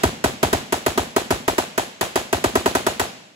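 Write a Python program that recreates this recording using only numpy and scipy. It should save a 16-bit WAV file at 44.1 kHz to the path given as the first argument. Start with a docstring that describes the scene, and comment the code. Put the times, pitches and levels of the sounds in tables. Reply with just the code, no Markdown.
"""Suppressed rifle in a fir wood

A suppressed rifle fires twenty-one quick single shots a few metres away, after the tail of an earlier one.
Each shot is a shaped burst of hiss, a short hollow ring of decaying modes, a low thump gliding down in pitch
and the bolt's clicks and clack. Short dull echoes and noise scattered by the trunks follow;
part of each noise is alike in all shots, and the wood rings on faintly."""
import sys
import numpy as np
from scipy.fft import rfft, irfft
from scipy.io import wavfile
from scipy.ndimage import uniform_filter1d

SR = 44100
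rng = np.random.default_rng(int(sys.argv[2]) if len(sys.argv) > 2 else 0)


def wrap_up_sound(samples):
    """Save the sound to the file named by the first command line argument, as 16-bit audio."""
    columns = np.atleast_2d(samples).T
    # keep every value between -1 and 1, then stretch to whole-number steps
    tamed = np.clip(columns, -1, 1)
    steps = np.round(tamed * 32767).astype(np.int16)
    wavfile.write(sys.argv[1], SR, steps)


N = 147735
SIZE = 32768  # samples in one shot with its tail
AGE = np.arange(SIZE) / SR  # seconds since the shot
HZ = np.maximum(np.arange(SIZE // 2 + 1) * SR / SIZE, 1)
GAS_LAG_S = 0.00023  # left channel behind the right, for the ring and the puff
TONE_SCATTER_DB = 1.16  # shot-to-shot spread of each ring mode and echo


def from_db(db):
    """Decibels to gain."""
    return 10 ** (np.asarray(db) / 20)


def at_hz(points):
    """Read a table on a log-frequency axis."""
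    hz, value = np.transpose(points)
    return np.interp(np.log(HZ), np.log(hz), value)


def ages(lag_s):
    """Time since the shot in the left and right channels, the left one late."""
    return np.maximum(AGE - np.array([[lag_s], [0]]), 0)


def swell(t, peak_s, steep):
    """A smooth rise to 1 and fall; steeper is narrower."""
    u = t / peak_s
    return (u * np.exp(1 - u)) ** steep


def grain():
    """Millisecond unevenness of spread about 1, clipped at 2."""
    lumps = uniform_filter1d(rng.standard_normal(SIZE), size=24)
    return np.clip(lumps / lumps.std(), -2, 2)


def fullness(hz, puff_db):
    """A shot with a loud puff is fuller in the bass, a weak one thinner: gain below a soft corner."""
    db_per_puff_db, corner_hz = 0.53, 300
    return from_db(db_per_puff_db * puff_db / (1 + (hz / corner_hz) ** 4))


def white():
    """Spectrum of stereo noise, most alike on both sides in bass and top, the left side late."""
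    # stereo width: pitch_hz, left_right_likeness [0-1]
    likeness = [(50, 0.86), (300, 0.76), (700, 0.44), (1500, 0.083), (5500, 0.05), (7000, 0.36), (9000, 1)]
    lag_s, half_turn_hz = 0.000222, 6700
    mid, side = rfft(rng.standard_normal((2, SIZE)))
    alike = np.clip(at_hz(likeness), 0, 1)
    shared = np.sqrt((1 + alike) / 2) * mid
    apart = np.sqrt((1 - alike) / 2) * side
    # the left lag grows by up to half a turn more in the treble
    behind = 2 * np.pi * HZ * lag_s + np.pi * np.minimum(HZ / half_turn_hz, 1)
    return np.array([(shared + apart) * np.exp(-1j * behind), shared - apart])


def noises(colour, puffs_db):
    """One coloured noise per shot: partly the same each time, partly new."""
    # repetition: pitch_hz, share of the power alike in all shots [0-1]
    sameness = [(40, 0.48), (200, 0.21), (500, 0.6), (1500, 0.65), (3500, 0.22), (6000, 0.05), (12000, .05)]
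    gain = from_db(at_hz(colour)) * HZ ** 2 / (HZ ** 2 + 20 ** 2)  # rumble below 20 Hz reduced
    gain = gain / np.sqrt(np.mean(gain ** 2))
    same = np.clip(at_hz(sameness), 0, 1)
    common = np.sqrt(same) * white()
    bursts = []
    for puff_db in puffs_db:
        fresh = np.sqrt(1 - same) * white()
        bursts.append(irfft(gain * fullness(HZ, puff_db) * (common + fresh)))
    return np.array(bursts)


def wood(puffs_db):
    """Grainy scatter from the near trunks, then a smooth, duller tail from far off."""
    # near trunks' tone: pitch_hz, level_db
    near_colour = [(25, -16), (55, -4.5), (150, -2.5), (300, -4), (650, 3.5), (1100, -4), (2200, -6),
                   (3800, -6.5), (5200, -12.5), (7500, -10.5), (11000, -16.5), (16000, -26.5)]
    # far wood's tone: pitch_hz, level_db
    far_colour = [(25, -35.5), (70, -15), (150, 1.5), (230, 1.5), (350, -1.5), (650, -0.5), (1300, -6.5),
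                  (2800, -4.5), (5000, -11), (7500, -14), (11000, -25.5), (16000, -38)]
    near_db, near_rise_s, near_t60_s, near_grain_db = -20.5, 0.0066, 0.32, 2
    far_db, far_rise_s, far_t60_s = -32, 0.047, 0.99
    near_fall = from_db(near_db - 60 * AGE / near_t60_s + near_grain_db * grain())
    near = near_fall * (1 - np.exp(-AGE / near_rise_s))
    far_fall = from_db(far_db - 60 * AGE / far_t60_s)
    far = far_fall * (1 - np.exp(-AGE / far_rise_s))
    return near * noises(near_colour, puffs_db) + far * noises(far_colour, puffs_db)


def knocks(puff_db):
    """Short dull echoes, tone pulses that follow every report at the same delays."""
    # echoes: delay_s, pitch_hz, half_length_s, level_db
    echoes = [(0.0239, 289, 0.0027, -24), (0.042, 480, 0.0045, -33), (0.055, 360, 0.0018, -22.5),
              (0.063, 267.7, .006, -40.5), (0.104, 228, 0.0048, -32.5)]
    lag_s = 0.00034
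    out = 0
    for delay_s, hz, half_s, db in echoes:
        t = ages(lag_s) - delay_s
        level = from_db(db + TONE_SCATTER_DB * rng.normal()) * fullness(hz, puff_db)
        pulse = np.exp(-(t / half_s) ** 2 / 2)
        out = out + level * pulse * np.cos(2 * np.pi * hz * t)
    return out


def bolt(puffs_db):
    """The bolt hits its rear stop and slams home: two clicks of fast-decaying noise."""
    # clicks: delay_s, level_db
    clicks = [(0.0187, -18), (0.0433, -23)]
    # metal tone: pitch_hz, level_db
    colour = [(300, -8), (1100, 9.5), (3500, -9.5), (8000, -21), (16000, -28)]
    decay_s = 0.00091
    shape = 0
    for delay_s, db in clicks:
        shape = shape + from_db(db) * (AGE > delay_s) * np.exp(-np.abs(AGE - delay_s) / decay_s)
    return shape * noises(colour, puffs_db)


def clack():
    """A few cycles of hollow knock, falling in pitch, as the bolt carrier meets the buffer."""
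    level_db, centre_hz, sag_hz_per_s = -14.5, 766.7, 47000
    delay_s, half_s, lag_s = 0.0214, 0.0019, 0.00027
    t = ages(lag_s) - delay_s
    pulse = np.exp(-(t / half_s) ** 2 / 2)
    turns = (centre_hz - sag_hz_per_s * t / 2) * t
    return from_db(level_db) * pulse * np.cos(2 * np.pi * turns)


def puff(puff_db):
    """A low thump under each shot, its pitch gliding down."""
    base_db, steep = -30, 7.4
    start_hz, end_hz, glide_s = 219, 26.6, 0.024
    peak_s = 0.024 + 0.0002 * puff_db  # a louder puff swells for longer
    t = ages(GAS_LAG_S)
    hz = end_hz + (start_hz - end_hz) * np.exp(-t / glide_s)
    pitch = 1 + 0.045 * rng.normal()
    turns = np.cumsum(hz, axis=1) / SR * pitch
    return from_db(base_db + puff_db) * swell(t, peak_s, steep) * np.sin(2 * np.pi * turns)


def suppressor(puff_db):
    """Gas surges through the can and sounds its hollow modes for a few cycles."""
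    # hollow modes: pitch_hz, level_db
    ring = [(255, -18), (380, -12), (645, -14.5), (800, -33.5), (955, -17.5), (1258, -19.5), (1530, -21),
            (1880, -25)]
    peak_s, steep, phase_delay_s = 0.00566, 2.3, 0.00024
    t = ages(GAS_LAG_S)
    pitch = 1 + 0.016 * rng.normal()
    modes = 0
    for hz, db in ring:
        level = from_db(db + TONE_SCATTER_DB * rng.normal()) * fullness(hz, puff_db)
        modes = modes + level * np.sin(2 * np.pi * hz * pitch * (t - phase_delay_s))
    return modes * swell(t, peak_s, steep)


def crack(puffs_db):
    """Gas escaping at the muzzle: a ragged burst of hiss, held briefly, then dying away."""
    # hiss tone: pitch_hz, level_db
    colour = [(30, -27), (150, -2.5), (350, 0), (900, 2.5), (1500, 1), (2600, -6), (5500, -10.5),
              (7500, -8.5), (11000, -11.5), (16000, -17.5)]
    level_db, grain_db = -16, 2
    attack_s, hold_s, decay_s = 0.00054, 0.0051, 0.0065
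    attack = np.minimum(AGE / attack_s, 1)
    decay = np.exp(-np.maximum(AGE - hold_s, 0) / decay_s)
    return from_db(level_db + grain_db * grain()) * attack * decay * noises(colour, puffs_db)


def add(out, sound, s):
    """Mix a sound in at time s, dropping what lies outside the scene."""
    start = int(s * SR)
    first, last = max(start, 0), min(start + SIZE, N)
    out[:, first:last] += sound[:, first - start:last - start]


def scene():
    """All shots with their echoes."""
    # shots: start_s, tone_db (ring and echoes), puff_db, noise_db (crack, bolt, clack and wood)
    shot_list = [(0.0341, -0.8, 14, 1), (0.2403, -0.5, 8, 1.1), (0.4292, 0.8, 8.5, 1.35),
                 (0.5289, -1.3, 9, 0.46), (0.7232, -1.8, -1, 0.1), (0.8623, -1, 4, 0.11),
                 (0.9756, -1, 6.5, -0.3), (1.1623, 0.9, -0.5, 0.3), (1.3055, -1.3, 7.5, 0),
                 (1.4791, -0.9, 1, -0.2), (1.5809, -1.0, -3.6, 0), (1.7775, -1.2, -5, 0.0),
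                 (2.0101, -7.5, -4.5, 0.5), (2.1567, -2.4, -3, 0.28), (2.3274, -2.2, 5.6, 0),
                 (2.4403, -0.5, 6.3, 0.1), (2.5538, 1.8, 4.5, 0), (2.6583, 1.0, 2, 0.1),
                 (2.7503, -0.52, 1.5, 0), (2.8654, -1, -3, 0.15), (2.9961, -6.5, 1.5, 0.6)]
    # a shot before the start, only its tail is heard; same columns
    earlier_shot = (-0.21, -0.5, 0, 11)
    shots = np.array([earlier_shot, *shot_list])
    out, puffs_db = np.zeros((2, N)), shots[:, 2]
    hisses = crack(puffs_db) + bolt(puffs_db) + wood(puffs_db)
    for (start_s, tone_db, puff_db, noise_db), hiss in zip(shots, hisses):
        tones = from_db(tone_db) * (suppressor(puff_db) + knocks(puff_db))
        clatter = from_db(noise_db) * (hiss + clack())
        add(out, tones + puff(puff_db) + clatter, start_s)
    return out


def record(dry):
    """Peaks are rounded towards 0.9, and the treble is cut steeply."""
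    cutoff_hz = 15800
    rounded = dry / (1 + (dry / 0.9) ** 6) ** (1 / 6)
    hz = np.arange(N + 1) * SR / (2 * N)
    treble_cut = 1 / (1 + (hz / cutoff_hz) ** 200)
    return irfft(rfft(rounded, 2 * N) * treble_cut)[:, :N]


dry = scene()
out = record(dry)
wrap_up_sound(out)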